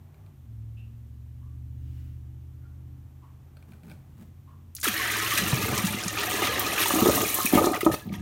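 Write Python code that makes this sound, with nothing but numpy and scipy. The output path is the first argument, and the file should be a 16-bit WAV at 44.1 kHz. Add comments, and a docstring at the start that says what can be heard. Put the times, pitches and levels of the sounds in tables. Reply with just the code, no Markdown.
"""A small tiled bathroom: a bucket of water is tipped into the toilet while an engine drones outdoors.
The bucket creaks as it tilts; the sheet of water slaps the porcelain, sprays and beats bubbles
into the pool. The trap gulps air in loud glugs that ring the bowl, and the pour thins to a dribble.
A brief opening rustle, far traffic, a few faint chirps and soft room tone sit underneath."""
import sys
import numpy as np
from scipy import signal
from scipy.fft import rfft, irfft
from scipy.io import wavfile
from scipy.ndimage import uniform_filter1d

SR = 44100
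rng = np.random.default_rng(int(sys.argv[2]) if len(sys.argv) > 2 else 0)


def materialize(psi):
    """Save the field psi as 16-bit PCM at rate SR to the path in sys.argv[1].

    A 1-D psi becomes a single channel; in a 2-D psi each row is a channel.
    """
    bounded = np.clip(np.atleast_2d(psi).T, -1, 1)
    quanta = np.round(bounded * 32767).astype(np.int16)
    wavfile.write(sys.argv[1], SR, quanta)


N = 362061
TIME = np.arange(N) / SR
CUTOFF_HZ = 16000


# the pour swells, eases, swells again and runs out: (time [s], bubbling [dB], spray [dB], churn [dB])
POUR = [(4.83, -38.5, -33.5, -47), (5.0, -32, -35, -41), (5.35, -31, -32, -39), (5.72, -34, -35, -33),
        (5.9, -35.5, -38, -42), (6.1, -37, -40, -39.5), (6.35, -32, -32.5, -32.5), (6.55, -31.5, -37, -33),
        (6.9, -32, -29, -35), (7.25, -33.5, -29.5, -35.5), (7.45, -36.5, -31, -43.5),
        (7.62, -37, -33.5, -42), (7.72, -46.5, -43.5, -50), (7.95, -49.5, -46.5, -52),
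        (8.05, -58.5, -61, -63), (8.21, -54, -60, -60)]
# gobs slop over the bucket's lip: (time [s], length [s], bubbling [dB], spray [dB])
GOBS = [(4.831, 0.041, -32, -31.5), (4.878, 0.0087, -27.5, -31.5), (5.305, 0.087, -32, -34),
        (5.377, 0.0075, -32, -28.5), (5.74, 0.061, -34.5, -50), (5.85, 0.021, -40.5, -28),
        (6.17, 0.069, -33, -43), (6.42, 0.059, -29, -35.5), (6.78, 0.059, -27.5, -30.5),
        (7.14, 0.036, -37.5, -29), (7.456, 0.0039, -45, -23.5), (7.535, .05, -31.5, -38.5),
        (7.635, 0.033, -42.5, -33.5), (7.735, .035, -36, -47), (7.808, 0.0099, -35, -38),
        (7.847, .015, -46, -38), (7.917, 0.028, -38, -36), (8.124, .03, -46, -48.5)]
# the bowl's EQ on the slapping sheet: (frequency [Hz], gain [dB])
SHEET_EQ = [(300, -27), (850, -9), (1050, -1), (1260, 12.5), (1500, -8.5), (1850, 7.5), (2200, 5.5),
            (2800, 4.5), (3400, 4), (4200, -0.5), (5000, -2), (9000, -27)]
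# chiming EQ of the small bubbles: (frequency [Hz], gain [dB])
CHIME_EQ = [(700, -9), (1080, 3.5), (1255, 2), (1480, -0.5), (1690, 3.5), (1850, 3.5), (2020, 4.5),
            (2195, 1.5), (2400, 6), (2700, 7.5), (3400, 5.5), (4200, 4), (4900, -1)]
def splash():
    """The stream shatters on porcelain and beats small bubbles into the pool; more water, more drops."""
    bubbling_db, spray_db, _ = in_time(POUR)
    gobs = swells(GOBS, attack_s=.0034, release_s=.06)
    bubbling, spraying = np.hypot(from_db([bubbling_db, spray_db]), gobs)
    density = 2600 * bubbling / from_db(-32)   # full flow is -32 dB
    tilt_db = -.43 + .54 * (spray_db - bubbling_db)   # per octave; brighter on bare porcelain
    clumps = from_db(1.42 * drift(55))   # the water arrives in lumps
    fizz = bubble_cloud(.2 * density, 7893, octaves=.6, cycles=30, spread_db=8, rise=.02)
    sheet = evened(colour(impacts(2 * density, spread_db=2.5) * clumps, SHEET_EQ))
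    bubbles = bubble_cloud(.3 * density, 1964.48, octaves=.55, cycles=30, spread_db=5, rise=.03)
    bubbles = evened(colour(bubbles, CHIME_EQ))
    top = spraying * (from_db(-1) * spray(density, tilt_db) * clumps + from_db(-12.5) * fizz)
    body = bubbling * (from_db(-2.5) * bubbles + from_db(-5) * sheet)
    return gate(POUR) * (top + body)


# sizzle of the spray: (frequency [Hz], gain [dB])
SPRAY_EQ = [(900, -11.5), (2000, -11), (3000, 0), (4100, 3.5), (4800, -5), (5700, 3), (6700, 3.5),
            (7700, -2), (9000, 3.5), (10400, -2), (11400, 2.5), (13000, 2.5), (15800, 0.5), (17500, -89)]
def spray(density, tilt_db):
    """Drops burst with a short crackle: big ones across the treble, small ones each in its own band."""
    out = 0
    big_drops = impacts(.6 * density, spread_db=3) ** 2
    edges = np.geomspace(1500, CUTOFF_HZ, 11)
    decay = np.exp(-1 / (.0013 * SR))   # a drop takes a moment to spread
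    for low, high in zip(edges, edges[1:]):
        energy = .4 * big_drops + impacts(.4 * density, spread_db=5) ** 2 + .001
        crackle = np.sqrt(signal.lfilter([1], [1, -decay], energy)) * rng.standard_normal(N)
        band = butter(crackle, 2, [low, high], "band")
        out = out + band * from_db(tilt_db * np.log2(high / 10000))
    return evened(colour(out, SPRAY_EQ))


# big air pockets: (time [s], relative level [dB], pitch [Hz], nominal decay [s], knock [dB])
GLUGS = [(5.428, -22, 191, .06, -53), (5.529, -10, 125.2, 0.07, -47), (5.724, -21.5, 130.1, .065, -28.5),
         (5.838, -18, 188, .066, -46.5), (6.06, -20.5, 190, 0.043, -43), (6.419, -22.5, 424, 0.04, -20),
         (6.904, -26, 570.6, .022, -21.5), (6.938, -14, 276.6, 0.037, -47.5),
         (6.955, -16.5, 313, 0.16, -24), (7.021, -10.5, 271, 0.06, -23), (7.030, -6.5, 263, 0.028, -39),
         (7.057, -7, 372, 0.024, -16), (7.068, -8.5, 373, .034, -21), (7.086, -3, 330, 0.021, -22.5),
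         (7.094, -14, 570, 0.043, -27), (7.176, -21, 308.3, 0.066, -20.5), (7.385, -44, 454, 0.032, -22),
         (7.447, -15.5, 243.8, 0.032, -42), (7.534, -5, 272, 0.038, -39), (7.554, -1, 274, 0.022, -19.5),
         (7.574, -6.5, 311, 0.034, -11.5), (7.583, -9.5, 304, 0.023, -17.5), (7.641, -10, 337, 0.044, -17),
         (7.669, -6.5, 336, 0.031, -16), (7.712, -18, 310, 0.099, -33), (7.831, -15.5, 370, 0.036, -50),
         (7.863, -5.5, 317, .11, -12.5), (7.94, -13, 305.4, 0.014, -23), (8.056, -27.5, 162, 0.041, -51),
         (8.124, -23, 169, 0.054, -43)]
# bright single bubbles: (time [s], relative level [dB], pitch [Hz])
PLINKS = [(4.855, -22, 1320), (6.858, -23, 915), (6.906, -18.5, 1180), (7.015, -24, 1240),
          (7.404, -24, 1207), (7.463, -22.5, 2500), (7.472, -26.5, 2310), (7.733, -27.5, 1230),
          (7.741, -28.5, 1940), (7.809, -27.5, 2010), (7.943, -36.5, 4430), (7.949, -41, 5740),
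          (8.102, -46, 599)]
def glugs():
    """Each air pocket throbs, heaves the pool and knocks the bowl; small bubbles plink on top."""
    out, knocks = np.zeros(N), np.zeros(N)
    for (s, db, hz, decay_s, knock_db), jitters in zip(GLUGS, rng.standard_normal((len(GLUGS), 4))):
        add(out, s, from_db(db) * bubble(hz, .69 * decay_s, rise=.02))
        add(out, s, from_db(db - 30.5) * bubble(hz=68, t60=.1, rise=.086))   # the heave
        for swing, jitter in enumerate(jitters):   # one knock on each early swing
            age = swing * (1 + .064 * jitter) / hz
            add(knocks, s + .001 + age, from_db([knock_db - 4 - 90 * age / decay_s]))
    for s, db, hz in PLINKS:
        add(out, s, from_db(db + 3.5) * bubble(hz, t60=.02, rise=.027))
    return out + bowl(knocks)


# the trap swallows in bouts: (time [s], length [s], churn [dB], drain rumble [dB])
GULPS = [(5.41, 0.57, -61, -31), (6.97, 0.27, -29.5, -31), (7.55, 0.069, -22, -26.5),
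         (7.66, .11, -29.5, -42), (7.875, 0.053, -30.5, -28), (8.06, 0.16, -53.5, -31)]
# the bowl's hollow EQ on its bubbles: (frequency [Hz], gain [dB])
HOLLOW_EQ = [(120, -8), (215, -7.5), (255, -1.5), (316, -1), (358, -10.5), (403, 2), (500, -6), (586, -2),
             (660, -5), (735, 6.5), (800, -11), (880, -3), (1050, -8.5)]
# low end of the drain: (frequency [Hz], gain [dB])
DRAIN_EQ = [(20, -53), (45, -24), (75, -2), (110, 1.5), (160, -9), (205, 1.5), (260, -6.5), (400, -21),
            (1000, -65.5)]
def churn():
    """Larger bubbles tumble and sound the bowl over the drain's rumble; both swell as the trap gulps."""
    _, _, churn_db = in_time(POUR)
    steady = from_db([churn_db, churn_db - 6.5])   # between gulps the drain sits under the churn
    churning, rumbling = np.hypot(steady, swells(GULPS, attack_s=.038, release_s=.088))
    hollow = evened(bowl(impacts(500, spread_db=4)))
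    tumbling = bubble_cloud(300, 453.4, octaves=.591, cycles=8.6, spread_db=3, rise=.071)
    tumbling = evened(colour(tumbling, HOLLOW_EQ))
    rumble = evened(colour(impacts(250, spread_db=4.5), DRAIN_EQ))
    pool = churning * (from_db(-4) * hollow + from_db(-3.5) * tumbling)
    return gate(POUR) * (pool + rumbling * from_db(-4) * rumble)


# air modes of the bowl and trap: (frequency [Hz], gain [dB], ring time [s])
BOWL_MODES = [(230, -14, 0.039), (316.4, -3, 0.11), (409, -12.5, 0.13), (582, -4, 0.056), (771, -2, 0.033),
              (864, -4.5, 0.031), (1240, -27, 0.028), (1233, 1, 0.06), (1838.6, -8, 0.044)]
def bowl(x):
    """The air in the bowl rings with whatever excites it; water damps the treble."""
    out, drive = 0, np.diff(x, prepend=0) + 1e-18
    for k, (hz, db, t60) in enumerate(BOWL_MODES):
        radius, angle = from_db(-60 / (t60 * SR)), 2 * np.pi * hz / SR
        ring = signal.lfilter([1], [1, -2 * radius * np.cos(angle), radius ** 2], drive)
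        out = out + (-1) ** (k // 2) * from_db(db) * ring
    return butter(out, 4, 1400, "low")


# wet accents: (time [s], relative level [dB], band centre [Hz])
SLAPS = [(4.7506, -20, 11300), (4.7655, -24, 5500), (4.784, -35, 2140), (4.8004, -26, 9600),
         (4.813, -22, 7000), (4.8454, -22, 3340), (5.7775, -12, 6500), (5.869, -16, 5740),
         (6.0363, -18, 6214), (6.0803, -12.5, 6600), (6.1862, -14, 2960), (6.2058, -18, 3216),
         (6.5948, -6, 15300), (6.6649, -15, 4130), (7.0948, -15, 6260), (7.155, -15, 11780),
         (7.3427, -6, 12680), (7.4567, -5, 11300), (7.5257, -12.5, 14140), (7.551, -9, 14900),
         (7.656, -17, 6420), (7.7186, -19.5, 9180), (7.8073, -18.5, 11900), (7.9958, -34.5, 3510)]
def slaps():
    """Larger drops smack the porcelain, each with its own brightness."""
    out = np.zeros(N)
    for s, db, hz in SLAPS:
        band = [hz / 1.49, min(hz * 1.44, .45 * SR)]
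        smack = burst(t60=.045)
        for _ in range(2):
            smack = butter(smack, 1, band, "band")
        add(out, s, from_db(db - 4.5) * smack / np.abs(smack).max())
    return out


# fader ride of the bubble plume: (time [s], level [dB])
PLUME = [(4.92, -45), (4.98, -31), (5.2, -35), (5.3, -44), (5.45, -53)]
def plume():
    """Plunging into still water, the sheet drives down a dense cloud of bubbles of nearly one size."""
    cloud = bubble_cloud(1500, 1900, octaves=.16, cycles=25, spread_db=3, rise=.02)
    return gate(PLUME) * from_db(in_time(PLUME)[0]) * cloud


def plunge():
    """The cavity behind the first sheet of water grows, so its ring dives in pitch."""
    start_hz, end_hz, growth_s, t60 = 515, 190, .0108, .092
    t = TIME[:int(t60 * SR)]
    hz = end_hz + (start_hz - end_hz) * np.exp(-t / growth_s)
    cycles = np.cumsum(hz) / SR
    envelope = (1 - np.exp(-cycles)) * from_db(-26 - 60 * (t / t60) ** 2)
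    out = np.zeros(N)
    add(out, 4.867, np.sin(2 * np.pi * cycles) * envelope)
    return out


# the bucket shifts in the hand: (time [s], length [s], relative level [dB])
RUBS = [(3.6, 0.69, -68.5), (3.7, 0.049, -66), (3.86, 0.077, -61), (4.19, 0.038, -60.5)]
# dull body of the rub: (frequency [Hz], gain [dB])
RUB_EQ = [(30, -28), (90, -6), (180, 18), (300, 4), (600, -9.5), (1500, -15), (5000, -26), (16000, -24)]
# creaking ticks: (time [s], relative level [dB])
CREAKS = [(0.1436, -53.5), (0.2633, -53.5), (3.5688, -44.5), (3.6253, -50), (3.7198, -45), (3.7344, -51),
          (3.8332, -47), (3.8848, -52), (3.898, -42), (3.9073, -45), (3.9145, -40), (4.225, -54)]
# plastic tone of the ticks: (frequency [Hz], gain [dB])
PLASTIC_EQ = [(200, -40), (600, 17), (1100, -9), (1520, 14), (1850, -7), (2350, 14), (3000, -4),
              (4200, 2.5), (6500, -18), (8500, -4), (11000, -8), (16000, -9)]
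def bucket():
    """The plastic ticks and rubs as it is tilted."""
    rubbing, = swells(RUBS, attack_s=.037, release_s=.13)
    friction = colour(impacts(900, spread_db=1.5), RUB_EQ)
    rub = friction / np.sqrt(np.mean(friction ** 2)) * rubbing * from_db(8.5)
    ticks = np.zeros(N)
    for s, db in CREAKS:
        add(ticks, s, from_db(db + 14.5) * burst(t60=.021))
    return rub + colour(ticks, PLASTIC_EQ)


# airy tone of the swish: (frequency [Hz], gain [dB])
SWISH_EQ = [(600, -13), (1600, 1), (2600, 0), (2900, 5), (3200, -1), (5000, -5), (6300, -6), (10000, -10),
            (15000, -5)]
def swish():
    """One soft brush of noise swells and fades while the bucket is lifted."""
    peak_s, width_s = 1.98, .19
    envelope = from_db(-67.5) * np.exp(-((TIME - peak_s) / width_s) ** 2)
    return envelope * colour(rng.standard_normal(N), SWISH_EQ)


# a slow pull through one gear, with a shift before and after: (time [s], speed [cycles/s])
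ENGINE_SPEED = [(0, 17.5), (.25, 19.4), (.5, 13.9), (.7, 13.85), (1.5, 15.14), (3.05, 15.87), (4.65, 17.3),
                (5.1, 13.3), (8.21, 13.6)]
# the engine comes near and draws away: (time [s], level [dB])
ENGINE_PASS = [(0, -51), (.4, -47.5), (.6, -43), (1.0, -45), (1.9, -36), (2.5, -42.5), (2.97, -42),
               (3.15, -48.5), (5.4, -49.5), (8.21, -59)]
# exhaust harmonics: (order [multiple of speed], level [dB])
ENGINE_ORDERS = [(3, -14.5), (5, 0), (7, -18.5), (8, -.5), (10, -19.5), (13, -20.5), (16, -23.5),
                 (18, -25.5), (19, -33.5), (21, -26.5)]
# the room's bass resonances: (frequency [Hz], gain [dB])
ROOM_BASS = [(40, 1), (76, 0.5), (96, -1), (106, 9), (111, 6), (116, -0.5), (140, -2.5), (180, -7),
             (210, -4), (222, 6), (231, 11), (245, 0), (262, -5.5), (280, 5), (300, -4), (330, 2)]
def engine():
    """Only low exhaust orders come through the wall; each blooms as it crosses a room resonance."""
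    (speed,), (level_db,) = in_time(ENGINE_SPEED), in_time(ENGINE_PASS)
    phase = 2 * np.pi * np.cumsum(speed * (1 + .0041 * drift(6.5))) / SR
    out = 0
    for order, db in ENGINE_ORDERS:
        room_db = np.interp(order * speed, *np.transpose(ROOM_BASS))
        waver_db = -.064 * db * drift(2.325)   # weaker orders waver more
        tone = np.sin(order * phase + 2 * np.pi * rng.random())
        out = out + from_db(level_db + db + room_db + waver_db) * tone
    return out


# distant chirps: (time [s], relative level [dB], base pitch [Hz])
CHIRPS = [(0.766, -57.5, 2720), (1.409, -63, 1100), (2.61, -61, 1399), (3.22, -54.5, 1078),
          (4.471, -53.5, 1085)]
def chirps():
    """Each faint chirp is a short, rough, rising tone, blurred by its echoes."""
    out, t = np.zeros(N), TIME[:SR // 3]
    envelope = t / .026 * np.exp(1 - t / .016)
    for s, db, hz in CHIRPS:
        pitch = hz - 70 + 2500 * np.minimum(t, .06) + 800 * rng.standard_normal(len(t))
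        add(out, s, from_db(db) * np.sin(2 * np.pi * np.cumsum(pitch) / SR) * envelope)
    return out + from_db(2.5) * signal.fftconvolve(out, burst(t60=.49))[:N]


# a soft rustle for the first 0.3 s, then far traffic: (time [s], relative level [dB])
RUSTLE_AND_TRAFFIC = [(0, -66), (.28, -65), (.4, -74), (1.5, -76), (2.5, -72.5), (3.2, -69), (3.9, -65.5),
                      (4.5, -72)]
# midrange tone of both: (frequency [Hz], gain [dB])
WASH_EQ = [(300, -17.5), (600, -2.5), (830, 0.5), (1000, -5), (1150, -3), (1500, -12), (1850, -11.5),
           (3000, -26), (8000, -48)]
def rustle_and_traffic():
    """A brief soft rustle at the start, then a faint midrange wash of far traffic that slowly swells."""
    return from_db(in_time(RUSTLE_AND_TRAFFIC)[0] - 3) * colour(rng.standard_normal(N), WASH_EQ)


# the quiet bed: (frequency [Hz], gain [dB])
ROOM_TONE_EQ = [(15, -50), (25, -16), (61, -7.5), (97, -1), (137, -6.5), (170, -18), (236, -15.5),
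                (516, -33), (754, -39), (3160, -43), (4870, -49), (5880, -46.5), (10400, -49),
                (14800, -42.5), (16000, -65)]
def room_tone():
    """A steady low rumble with a trace of hiss."""
    return from_db(-52.5) * colour(rng.standard_normal(N), ROOM_TONE_EQ)


def bathroom(x, wet_db):
    """Close tiled walls return a short bright tail."""
    out = x.copy()
    add(out, .004, from_db(wet_db) * signal.fftconvolve(x, burst(t60=.31)))
    return out


def bubble(hz, t60, rise):
    """A bubble swells within a cycle, holds, then rings down, rising in pitch as it nears the surface."""
    t = TIME[:int(t60 * SR) + 2]
    envelope = from_db(-60 * (t / t60) ** 1.67) * (1 - np.exp(-3 * hz * t))
    return np.cos(2 * np.pi * hz * t * (1 + rise * t / t60)) * envelope


def bubble_cloud(per_s, centre_hz, octaves, cycles, spread_db, rise):
    """Bubbles born at random during the pour, scattered about a typical pitch."""
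    out = np.zeros(N)
    births = np.flatnonzero(rng.random(N) < per_s * gate(POUR) / SR)
    for at, (pitch, loud, life) in zip(births, rng.standard_normal((N // 20, 3))):
        hz = min(centre_hz * 2 ** (octaves * pitch), CUTOFF_HZ)
        t60 = cycles / hz * from_db(6.7 * life)
        add(out, at / SR, from_db(spread_db * min(loud, 2)) * bubble(hz, t60, rise))
    return evened(out)


def impacts(per_s, spread_db):
    """Random clicks of uneven size."""
    sizes = from_db(spread_db * np.minimum(rng.exponential(1, N), 4.5)) * rng.choice([-1, 1], N)
    return sizes * (rng.random(N) < per_s / SR)


def burst(t60):
    """Dying noise of unit energy."""
    t = TIME[:int(t60 * SR) + 2]
    noise = rng.standard_normal(SR)[:len(t)] * from_db(-60 * t / t60)
    return noise / np.linalg.norm(noise)


def drift(rate):
    """Random modulator with a spread of about 1."""
    knots = rng.standard_normal(N // 20)
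    return 1.22 * np.interp(TIME * rate * 2, np.arange(len(knots)), knots)


def swells(rows, attack_s, release_s):
    """One envelope per level column: each cue rises, holds, then falls 60 dB over the release."""
    gains = 0
    for s, length, *db in rows:
        attack = np.clip((TIME - s) / attack_s + 1, 0, 1)
        release = from_db(-60 * np.clip((TIME - s - length) / release_s, 0, 3))
        gains = gains + np.outer(from_db(db), attack * release)
    return gains


def gate(rows):
    """Open while a curve lasts, with quick fades."""
    start, end = rows[0][0], rows[-1][0]
    return np.interp(TIME, [start - .002, start, end + .03, end + .06], [0, 1, 1, 0])


def in_time(rows):
    """Each column of a curve at every sample."""
    s, *columns = np.transpose(rows)
    return [np.interp(TIME, s, c) for c in columns]


def colour(x, eq, size=4096):
    """Minimum-phase EQ of unit power."""
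    hz, db = np.transpose(eq)
    curve_db = np.interp(np.log(np.linspace(1, SR / 2, size + 1)), np.log(hz), db)
    cepstrum = irfft(np.log(from_db(curve_db)))
    response = irfft(np.exp(rfft(np.r_[0, 2 * cepstrum[1:size], np.zeros(size)])))
    return signal.fftconvolve(x, response / np.linalg.norm(response))[:N]


def butter(x, order, hz, kind):
    """Low-, high- or band-pass filter."""
    return signal.sosfilt(signal.butter(order, hz, kind, fs=SR, output="sos"), x)


def evened(x):
    """Leveller with a window of about 80 ms; single grains still stand out."""
    return x / np.sqrt(np.abs(uniform_filter1d(x ** 2, 3500)) + .01 * np.mean(x ** 2))


def add(out, s, sound):
    """Mix a sound in at a time."""
    at = max(0, round(s * SR))
    out[at:at + len(sound)] += sound[:max(0, N - at)]


def from_db(db):
    """Decibels to gain."""
    return 10 ** (np.asarray(db) / 20)


def scene():
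    """Mono mix: splashes and bucket up front, the pool with less reverb, the background beneath."""
    splashes = bathroom(splash() + plume() + slaps() + bucket(), wet_db=-8)
    pool = bathroom(plunge() + churn() + glugs(), wet_db=-12.5)
    bed = room_tone() + rustle_and_traffic()
    return (splashes + pool + bed + swish() + engine() + chirps())[None]


def record(dry):
    """Master chain: sub-bass roll-off, soft clipping and a steep top cut."""
    rounded = np.tanh(butter(dry, 2, 38, "high"))
    return signal.sosfilt(signal.ellip(10, .1, 80, CUTOFF_HZ, fs=SR, output="sos"), rounded)


dry = scene()
out = record(dry)
materialize(out)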